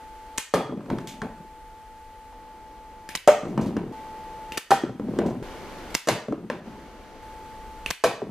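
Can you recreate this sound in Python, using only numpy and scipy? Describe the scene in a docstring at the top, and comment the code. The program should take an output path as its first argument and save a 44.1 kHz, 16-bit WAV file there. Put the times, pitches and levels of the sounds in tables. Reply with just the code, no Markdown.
"""Close to the microphones a rubber-band launcher fires five arrows: its catch clicks and its bands snap, as
short bursts of shaped noise. Across the table in a small room stand stacked cardboard boxes: the arrow smacks
through the card and the box tumbles and bumps on the table, as ringing modes, noise bursts and rattling.
Far off a motor hums, as a sum of sines, over the noise of the room; this background dips after each snap and
changes level between the shots. The room answers with dense, decaying noise."""
import sys
import numpy as np
from scipy import signal
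from scipy.fft import rfft, irfft
from scipy.io import wavfile
from scipy.ndimage import uniform_filter1d

SR = 44100
rng = np.random.default_rng(int(sys.argv[2]) if len(sys.argv) > 2 else 0)


def wrap_up_sound(samples):
    """Save the sound to the file named by the first command line argument, as 16-bit audio."""
    columns = np.atleast_2d(samples).T
    # keep every value between -1 and 1, then stretch to whole-number steps
    tamed = np.clip(columns, -1, 1)
    steps = np.round(tamed * 32767).astype(np.int16)
    wavfile.write(sys.argv[1], SR, steps)


N = 366230

# moments at which the rattling and the dips end, whatever is left of them: time [s]
CUTOFFS_S = [3.925, 5.428, 7.225]


def from_db(db):
    """Gain of a level in dB."""
    return 10 ** (np.asarray(db) / 20)


def rms_one(x):
    """Scaled to rms 1."""
    return x / np.sqrt(np.mean(x ** 2) + 1e-20)


def at_hz(points, hz):
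    """A curve of (frequency, value) points read on a log-frequency axis."""
    points = np.array(points)
    return np.interp(np.log(hz), np.log(points[:, 0]), points[:, 1])


def add(track, s, sound):
    """Mixes a sound in from time s."""
    at = round(s * SR)
    track[..., at:at + sound.shape[-1]] += sound[..., :N - at]


def next_cutoff(s, otherwise):
    """The first cutoff after time s, or the given time if that is earlier."""
    return min([otherwise] + [end for end in CUTOFFS_S if end > s])


def ring(push, hz, t60):
    """A damped resonator: a unit click sets a sine of initial height 1 ringing."""
    radius = from_db(-60 / (max(t60, .003) * SR))
    turn = 2 * np.pi * hz / SR
    return signal.lfilter([0, np.sin(turn)], [1, -2 * radius * np.cos(turn), radius ** 2], push + 1e-18)


def burst(spectrum, length, peak_hz, peak_db):
    """A crackle of uneven grain, dying exponentially, peak 1; and the same grain with an even colour."""
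    size = 4096
    hz = np.fft.rfftfreq(size, 1 / SR) + 1
    lift_db = peak_db * np.exp(-(np.log2(hz / peak_hz) / 0.44) ** 2)
    colour = from_db(at_hz(spectrum, hz) + lift_db)
    fold = np.r_[1, np.full(size // 2 - 1, 2), 1, np.zeros(size // 2 - 1)]
    causal = np.exp(rfft(irfft(np.log(colour), size) * fold))   # minimum phase: nothing sounds early
    dying = np.exp(-np.arange(size) / SR / max(length, .0003))
    uneven = from_db(4.5 * rng.standard_normal(size))
    grains = rfft(rng.standard_normal(size) * uneven * dying)
    both = np.array([grains, grains / np.abs(grains)]) * causal
    crackle, even = irfft(both, size) * np.linspace(1, 0, size)
    crackle = crackle / np.abs(crackle).max()
    return np.array([crackle, rms_one(even * np.sqrt(dying)) * np.std(crackle)])


BAND_EDGES_HZ = 18 * 2 ** np.arange(0, 10.1, .5)


def stereo_bands(size, likeness):
    """Half-octave bands of stereo noise, each with its centre frequency; likeness sets mid against side."""
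    white = rng.standard_normal((2, 2, size))
    for k, (low, high) in enumerate(zip(BAND_EDGES_HZ, BAND_EDGES_HZ[1:])):
        band = signal.butter(2, [low, high], "band", fs=SR, output="sos")
        mid, side = signal.sosfilt(band, white[k % 2])
        hz = np.sqrt(low * high)
        alike = np.clip(at_hz(likeness, hz), -1, 1)
        yield hz, np.sqrt(1 + alike) * mid + np.sqrt(1 - alike) * side * [[1], [-1]]


# background of each stretch, before the dips:
# (start [s], hum [dB], room murmur [dB], hiss [dB], rumble [dB], high hiss [dB])
BACKGROUND_STRETCHES = [(0, -45, -54.5, -55.5, -52.5, -63), (1.0, -47.5, -57, -58.5, -53.5, -65),
                        (2.327, -47, -53.5, -58, -52.5, -66), (3.925, -41, -47.5, -52.5, -50.5, -61.5),
                        (5.428, -50, -41.5, -47, -47, -58.5), (6.6, -52, -48, -54, -52, -65.5),
                        (7.225, -44.5, -49, -53, -48, -61.5)]
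# dips of the background, a negative depth being a rise:
# (time [s], noise depth [dB], hold [s], recovery [s], hum depth [dB], extra hold of the hum [s])
BACKGROUND_DIPS = [(0.402, 15, 0.35, 0.16, 19, .1), (3.16, 10, 0.057, 0.16, 27, .6),
                   (3.77, 1, .12, .1, 1, .1), (4.585, 17, 0.35, 0.21, 28, .5), (5.19, 9, 0.25, .1, 3, .1),
                   (5.96, 25.5, 0.52, 0.055, 26, .1), (6.497, 20, .08, 0.071, 6, 0.054),
                   (7.874, -4.5, .04, .03, 18, 0.032), (7.912, 21, 0.18, 0.51, 27, .2)]
# part of the noise depth that each layer takes: murmur, hiss, rumble, high hiss [share]
DIP_SHARES = [0.99, .6, 0.96, 0.45]
DIP_FALL_S = 0.019


def background_levels():
    """Steady levels that step between stretches, less the dips: hum, murmur, hiss, rumble, high hiss in dB."""
    t = np.arange(N) / SR
    starts, *levels = np.transpose(BACKGROUND_STRETCHES)
    stretch = np.maximum(np.searchsorted(starts, t, "right") - 1, 0)
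    steady = np.array(levels)[:, stretch]
    noise_dip, hum_dip = np.zeros((2, N))
    for s, depth_db, hold, back, hum_db, hum_longer in BACKGROUND_DIPS:
        active = t < next_cutoff(s, N / SR)
        noise_corners = np.cumsum([0, DIP_FALL_S, hold, back])
        hum_corners = np.cumsum([0, DIP_FALL_S, hold + hum_longer, back])
        noise_dip += active * np.interp(t - s, noise_corners, [0, depth_db, depth_db, 0])
        hum_dip += active * np.interp(t - s, hum_corners, [0, hum_db, hum_db, 0])
    dips = np.vstack([hum_dip, np.outer(DIP_SHARES, noise_dip)])
    return uniform_filter1d(steady - dips, size=300)   # smoothed over about 7 ms


# partials of the far motor: (multiple of HUM_HZ, relative level [dB])
MOTOR_PARTIALS = [(4, -34), (5, -14.5), (7, -21), (8, -22), (9, 0.5), (12, -25), (20, -26)]
HUM_HZ, HUM_SKIP_S = 97.05, 2.327   # the fundamental's phase skips half a turn at that time
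# colour of the room's own noise inside each layer: (frequency [Hz], relative density [dB per Hz])
ROOM_TONE = [(20, -10), (51, -11.5), (110, -22.5), (160, -21.5), (280, -17.5), (480, -19.5), (700, -23.5),
             (1000, -25), (2000, -30.5), (4000, -38), (8000, -44), (14000, -49)]
# how alike the two microphones hear that noise: (frequency [Hz], left-right likeness [0-1])
ROOM_TONE_LIKENESS = [(60, 0.87), (130, 0.83), (290, 0.95), (630, 0.96), (1390, 0.82), (3060, 0.57),
                      (6720, 0.15), (14800, 0.011)]


def background():
    """A far motor's harmonics, slightly louder on the left, over four layers of the room's own noise."""
    hum_db, murmur_db, hiss_db, rumble_db, high_db = background_levels()
    skip = np.pi * (np.arange(N) > HUM_SKIP_S * SR)
    turn = 2 * np.pi * HUM_HZ * np.arange(N) / SR + skip
    hum = sum(from_db(db) * np.sqrt(2) * np.sin(k * turn + k * k) for k, db in MOTOR_PARTIALS)
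    layers = np.zeros((4, 2, N))
    for hz, band in stereo_bands(N, ROOM_TONE_LIKENESS):
        layer = np.searchsorted([90, 1000, 6000], hz)   # borders in Hz
        layers[layer] += from_db(at_hz(ROOM_TONE, hz)) * band
    layer_levels = [rumble_db, murmur_db, hiss_db, high_db]
    noise = sum(from_db(db) * rms_one(layer) for db, layer in zip(layer_levels, layers))
    left_right = from_db([[.3], [-.3]])
    return from_db(hum_db) * hum * left_right + noise


# decay of the small room: (frequency [Hz], t60 [s])
ROOM_T60 = [(100, 0.93), (300, 0.62), (700, 0.43), (1500, 0.45), (3000, 0.39), (6000, 0.42), (12000, 0.24)]
# colour of its answer: (frequency [Hz], relative level [dB])
ROOM_COLOUR = [(100, -22.5), (300, -5), (700, 0), (1500, 7), (3000, 11), (6000, 2), (12000, 12)]
# how alike the answer is at both microphones: (frequency [Hz], left-right likeness [0-1])
ROOM_LIKENESS = [(100, 0.87), (700, 0.99), (2000, 0.81), (5000, 0.48), (12000, 1)]


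def room(x):
    """The room answers with dense noise that builds up in a few ms and dies band by band."""
    t = np.arange(SR // 2) / SR
    echo = np.zeros((2, len(t)))
    for hz, band in stereo_bands(len(t), ROOM_LIKENESS):
        echo += from_db(at_hz(ROOM_COLOUR, hz) - 60 * t / at_hz(ROOM_T60, hz)) * band
    echo = echo * (1 - np.exp(-t / 0.00067))
    echo = echo / np.sqrt(np.sum(echo ** 2) / 2)
    return signal.fftconvolve(x[None], echo, axes=1)[:, :N]


# card brushing against cloth: (time [s], peak [dB], decay [s], centre of the colour change [Hz])
CLOTH_SCUFFS = [(1.004, -45, 0.024, 4400), (1.073, -30.5, 0.16, 4360), (3.48, -43, 0.081, 4800),
                (3.611, -36.5, 0.052, 3960), (3.66, -37, 0.045, 6650), (5.262, -36, 0.042, 4290),
                (5.3, -45, 0.021, 4020)]
# colour of the brushing: (frequency [Hz], relative density [dB per Hz])
RUSTLE_COLOUR = [(1000, -31), (2000, -3), (4000, -1.5), (7000, -2.5), (10000, -13), (14500, -16.5)]


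def scuffs():
    """Card brushes cloth in bright, short rustles: direct sound, and what the room receives."""
    out = np.zeros((2, N))
    for s, level_db, length, hz in CLOTH_SCUFFS:
        add(out, s, from_db(level_db) * burst(RUSTLE_COLOUR, length, hz, peak_db=-3.0))
    return out


# modes of the cardboard box, struck by knock() and rattled by tumbling():
# (frequency [Hz], relative level [dB], t60 [s])
BOX_MODES = [(124.8, -7, 0.12), (174.5, -12.5, 0.15), (217.4, -5, 0.075), (266.7, -11, 0.095),
             (359, -1, 0.025), (443.5, -5, 0.12), (522, -5, 0.062), (586, 1, 0.037), (682, -2, 0.035),
             (793, 0.5, 0.026), (961, -3.5, 0.032), (1180, 7, 0.012), (1450, -8.5, 0.008)]


def knock(pitch_hz, t60, width, contact_s):
    """One blow on the box: modes near the struck wall's pitch ring most, and that wall rings on top; peak 1."""
    push = np.zeros(SR // 4)
    push[:64] = np.exp(-np.arange(64) / SR / contact_s)
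    out = ring(push, pitch_hz, t60)
    for (hz, level_db, decay), chance in zip(BOX_MODES, rng.standard_normal(len(BOX_MODES))):
        lean_db = -width * abs(np.log2(hz / pitch_hz))   # width in dB per octave
        gain = from_db(level_db + lean_db + 2.3 * chance) * np.sign(chance)
        out += gain * ring(push, hz, decay)
    return out / np.abs(out).max()


RATTLE_ATTACK_S, SMACK_RATTLE_T60_S, SMACK_RATTLE_HIGH_DB = 0.014, 0.35, 1
BUMP_RATTLE_HIGH_DB, HIGH_FOLLOWS_TICK = -6.5, 0.43   # harder ticks stir the higher modes more
# pass band of the shuddering table: low and high edge [Hz]
TABLE_BAND = [34.2, 113]
TABLE_DB = -19.5   # against the low rattle


def tumbling():
    """Blows set the loose box rattling: many uneven contacts on its modes, dying away; the table shudders along."""
    struck = rng.random((len(BOX_MODES), N)) < 250.0 / SR   # about 250 contacts a second on each mode
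    touches = struck * rng.laplace(size=struck.shape)
    rings = [from_db(level_db) * ring(t, hz, decay) for t, (hz, level_db, decay) in zip(touches, BOX_MODES)]
    low, high = rms_one(sum(rings[:5])), rms_one(sum(rings[5:11]))
    blows = [(row[0], row[-1], SMACK_RATTLE_T60_S, SMACK_RATTLE_HIGH_DB) for row in CARD_SMACKS]
    for s, _, _, tick_db, level_db, t60 in TABLE_BUMPS:
        blows.append((s, level_db, t60, BUMP_RATTLE_HIGH_DB + HIGH_FOLLOWS_TICK * tick_db))
    power = np.zeros((2, N))
    for s, level_db, t60, high_db in blows:
        t = np.arange(0, next_cutoff(s, s + t60) - s, 1 / SR)
        shape = np.minimum(t / RATTLE_ATTACK_S, 1) * from_db(level_db - 60 * t / t60)
        add(power, s, (shape * from_db([[0], [high_db]])) ** 2)
    low_level, high_level = np.sqrt(power)
    band = signal.butter(2, TABLE_BAND, "band", fs=SR, output="sos")
    table = rms_one(signal.sosfilt(band, rng.standard_normal(N)))
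    return low_level * low + high_level * high, from_db(TABLE_DB) * low_level * table


# box corners and arrow tail on the table; tick is relative to the peak, rattle is played by tumbling():
# (time [s], peak [dB], pitch [Hz], tick [dB], rattle [dB], rattle t60 [s])
TABLE_BUMPS = [(.693, -24, 291, -28, -33, 0.48), (.724, -17.5, 252, -28, -37.5, 0.47),
               (.773, -20, 225, -22, -32.5, 0.62), (.806, -37, 367, -2, -40, 0.26),
               (.86, -32, 250, -7.5, -34, 1.4), (0.901, -27, 178, 4.5, -32, 0.32),
               (.912, -14, 213, -27, -23.5, 0.45), (.985, -29, 139, 3.7, -52, 0.5),
               (1.218, -23, 165, 0, -26.5, 0.32), (1.401, -34, 179, -23, -47, 0.25),
               (3.432, -23, 272, -30, -38, 0.37), (3.453, -19.5, 326, -13, -30.5, 2.3),
               (3.577, -11, 158, -9.5, -18.5, 0.45), (3.664, -14.5, 202, -35, -29.5, 1.5),
               (3.767, -11, 296, -12, -29, 1.1), (4.836, -12.5, 333, -18, -31.5, 0.77),
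               (4.894, -22, 214, -18, -39, 0.17), (4.997, -18, 294, -17, -31.5, 1.1),
               (5.043, -30, 195, -34, -31.5, 1.6), (5.089, -23, 216, -30, -33, 1.8),
               (5.136, -17, 272, -40, -29.5, 1.3), (5.188, -10.5, 376, -5, -20.5, 0.69),
               (5.259, -22, 282, -27, -28.5, 1.2), (6.284, -20, 255, -21, -27.5, 0.55),
               (6.324, -17, 321, -16, -38, 0.26), (6.427, -33, 230, -44, -31.5, 0.24),
               (6.5, -17, 550, -2, -32.5, 0.72), (6.668, -36, 255, -17, -37.5, 0.56),
               (6.782, -40, 254, -25, -45, 0.33), (8.218, -19.5, 393, -18, -35, .7),
               (8.292, -25, 196, -28, -38, .6)]
# colour of the edge's tick: (frequency [Hz], relative density [dB per Hz])
TICK_COLOUR = [(500, -25), (900, 6), (1300, -0.5), (2200, -10.5), (3500, -18.5), (7000, -25), (14000, -41)]
TICK_HZ, TICK_S = 1210, 0.0031
BUMP_FACE_DB = -5.5   # knock of the face, against the tick
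FACE_HZ, FACE_T60_S = 1252, 0.012   # the struck face of the box, in bumps and smacks


def bumps():
    """Soft, dull landings with a tick where an edge hits: direct sound, and what the room receives."""
    out = np.zeros((2, N))
    for s, level_db, hz, tick_db, *_ in TABLE_BUMPS:
        edge_db = level_db + tick_db
        face = knock(FACE_HZ, FACE_T60_S, width=5.3, contact_s=.00006)
        add(out, s, from_db(level_db) * knock(hz, 0.068, width=6.5, contact_s=0.00044))
        add(out, s, from_db(edge_db) * burst(TICK_COLOUR, TICK_S, TICK_HZ, peak_db=2.0))
        add(out, s, from_db(edge_db + BUMP_FACE_DB) * face)
    return out


# arrow into card; tearing, tick, face and room are relative to the peak, rattle is played by tumbling():
# (time [s], peak [dB], wall pitch [Hz], wall t60 [s], tearing [dB], tip tick [dB], face knock [dB],
# room [dB], rattle [dB])
CARD_SMACKS = [(0.5385, -9.5, 520, 0.027, -9.5, -23, -3.5, 2.5, -21.5),
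               (3.276, -2, 695, 0.078, -19, -10, -9, 3.5, -44),
               (3.283, -4, 604, 0.097, -25, -17.5, -9.5, -5, -32.5),
               (4.707, -7, 740, 0.057, -9.5, -9.5, -4.5, 4.5, -39),
               (4.715, -4, 790.6, 0.096, -23.5, -21.5, -16, -9, -28),
               (6.073, -18.5, 418, 0.028, -3.5, -4, -5, 5.5, -27),
               (6.086, -12.5, 630, 0.064, 1.5, -14, 1, 0.5, -26.5),
               (8.0389, -6.5, 657, 0.06, -7.5, -13.5, -5.5, 1.5, -26.5),
               (8.044, -14, 492, 0.13, -14, -22, -13, -5, -33)]
# colour of tearing card: (frequency [Hz], relative density [dB per Hz])
TEAR_COLOUR = [(590, -79.5), (1000, 1.5), (1770, -7.5), (2240, -9.5), (2600, -10.5), (4760, -10),
               (6250, -11), (13300, -25), (15200, -77)]
# colour of crushed card: (frequency [Hz], relative density [dB per Hz])
CRUNCH_COLOUR = [(200, -29), (400, 6), (650, 3.5), (1000, -8.5), (1500, -6), (2500, -17), (8000, -39)]
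CRUNCH_DB = -1.5
# a thin, blurred ring after some tears: (time [s], rms [dB], frequency [Hz])
PAPERY_RINGS = [(.545, -53, 3320), (4.72, -50.5, 3240)]
PAPER_T60_S, PAPER_FLUTTER_S = .035, .08


def smacks():
    """The tip ticks, tears and crushes the card, the walls boom: direct sound, and what the room receives."""
    out = np.zeros((2, N))
    for s, level_db, hz, t60, tear_db, tick_db, face_db, room_db, _ in CARD_SMACKS:
        gains = from_db(level_db + np.array([[0], [room_db]]))
        wall = knock(hz, t60, width=27.3, contact_s=.00008)
        face = knock(FACE_HZ, FACE_T60_S, width=25.0, contact_s=.00008)
        crunch = burst(CRUNCH_COLOUR, 0.0073, hz, peak_db=9.0)
        tear = burst(TEAR_COLOUR, 0.01, 750, peak_db=-6.5)
        tick = burst(SNAP_COLOUR, 0.0026, 6940, peak_db=13.5)
        add(out, s, gains * wall)
        add(out, s, gains * from_db(face_db) * face)
        add(out, s, gains * from_db(CRUNCH_DB) * crunch)
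        add(out, s, gains * from_db(tear_db) * tear)
        add(out, s - .0008, gains * from_db(tick_db) * tick)   # the tip touches first
    for s, level_db, hz in PAPERY_RINGS:
        fade = np.exp(-np.arange(SR // 4) / SR / PAPER_FLUTTER_S)
        flutter = rng.standard_normal(SR // 4) * fade
        add(out[0], s, from_db(level_db) * rms_one(ring(flutter, hz, PAPER_T60_S)))
    return out


# catch and small ticks of the launcher, and at 1.073 s the sharp start of the card brushing cloth; ring is
# relative to the burst's peak: # (time [s], burst peak [dB], lift centre [Hz], left-right [dB], decay [s], lift
# [dB], ring [dB])
CATCH_CLICKS = [(1.073, -24, 4360, 0., .0015, 8, -15), (3.09, -18.5, 2000, 3, 0.0021, 4.5, -30),
                (3.1743, -24, 3850, 2.5, 0.0013, 1, -2.5), (4.521, -18, 2640, 2, 0.0031, 9.5, -7),
                (5.785, -33, 4340, 9, 0.0015, 13, -25.5), (5.905, -23, 2380, 0, 0.0017, 0, -25),
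                (5.974, -29.5, 2500, 0., .002, 4, -24), (7.8614, -13.5, 2660, -3, 0.0017, 12, -0.5),
                (7.932, -33.5, 2400, -5, .002, 5, -14)]
CLICK_POP_DB, CLICK_ROOM_DB, CLICK_RING_T60_S = -16.5, 3, 0.014   # levels against the burst's peak
# cracks of the released bands; room is relative to the burst's peak:
# (time [s], burst peak [dB], lift centre [Hz], left-right [dB], decay [s], lift [dB], room [dB])
BAND_CRACKS = [(0.3772, -16, 2350, -11, 0.00069, 7, 5), (.381, -0.5, 7440, 1.1, 0.0034, 8, -4.5),
               (3.151, -9, 2370, 2, 0.0029, 7, -7), (3.1527, -5.5, 5400, -8, 0.0026, 4.5, -10),
               (3.159, -15, 7600, 13, 0.0019, 6, -7), (4.574, -9, 2680, 8, 0.0031, 10, -13),
               (4.5771, -2.5, 2620, -4, 0.004, -1, -8), (5.944, -15.5, 3350, 10, 0.0038, 3, -7),
               (5.9502, -1, 5600, -3.5, 0.0028, 4, -8.5), (7.905, -7.5, 2500, -11.5, 0.0015, -8.5, -15),
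               (7.9086, -3.5, 5290, 6.5, 0.0027, 0.5, -7.5)]
CRACK_POP_DB = -25
# colour of snaps, also of the arrow tip's tick: (frequency [Hz], relative density [dB per Hz])
SNAP_COLOUR = [(88, -46.5), (150, -4), (690, 0.5), (2040, 1.5), (2420, -1.5), (2720, -1), (4010, -3.5),
               (5780, -1.5), (8510, -6.5), (13800, -13), (15200, 4.5)]


def launcher():
    """Catch and bands crack brightly, with a small low pop: left, right, and what the room receives."""
    out = np.zeros((3, N))
    sounds = [(*row, CLICK_ROOM_DB, CLICK_POP_DB) for row in CATCH_CLICKS]
    sounds += [(*row[:6], -np.inf, row[6], CRACK_POP_DB) for row in BAND_CRACKS]   # bands do not ring
    pop = np.hanning(200) * np.sin(np.arange(200) / 100 * np.pi)
    for s, level_db, hz, pan_db, length, lift_db, ring_db, room_db, pop_db in sounds:
        crack, even = from_db(level_db) * burst(SNAP_COLOUR, length, hz, lift_db)
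        click = signal.unit_impulse(len(crack))
        crack += from_db(level_db + ring_db) * ring(click, hz, CLICK_RING_T60_S)
        crack[:200] += from_db(level_db + pop_db) * pop
        left, right = crack * from_db(pan_db / 2), crack * from_db(-pan_db / 2)
        add(out, s, np.array([left, right, from_db(room_db) * even]))
    return out


BOX_LOW_CUT_HZ = 136


def scene():
    """Launcher near the microphones, boxes across the table, the room's answer and the background."""
    near = launcher()
    rattle, shudder = tumbling()
    # a small box radiates no deep bass
    small = signal.butter(3, BOX_LOW_CUT_HZ, "high", fs=SR, output="sos")
    hits = signal.sosfilt(small, smacks())
    falls = signal.sosfilt(small, bumps() + rattle + scuffs())
    wet = room(near[2] + hits[1] + from_db(-2.5) * falls[1])
    return near[:2] + hits[0] + falls[0] + shudder + wet + background()


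# balance of the two microphone ports: (frequency [Hz], left-right [dB])
PORT_BALANCE = [(60, 1), (110, 2), (200, 1), (380, 1), (690, 0.5), (1280, 0.0), (2350, -0.5), (4340, 0),
                (8000, -0.5), (14800, -1)]
# phase between them: (frequency [Hz], lead of the left [rad])
PORT_PHASE = [(100, 0.22), (2800, 0.15), (5000, -0.54), (8500, -1.3), (14000, -1.7)]
CUTOFF_HZ = 14800


def record(dry):
    """The two microphone ports differ in colour and phase, the highest peaks are rounded, the top is cut."""
    hz = np.fft.rfftfreq(N, 1 / SR) + 1
    half = from_db(at_hz(PORT_BALANCE, hz) / 2) * np.exp(.5j * at_hz(PORT_PHASE, hz))
    ports = irfft(rfft(dry) * [half, 1 / half], N)
    rounded = 1.489 * np.tanh(ports / 1.459)
    return signal.sosfilt(signal.cheby2(14, 45, CUTOFF_HZ, fs=SR, output="sos"), rounded)


dry = scene()
out = record(dry)
wrap_up_sound(out)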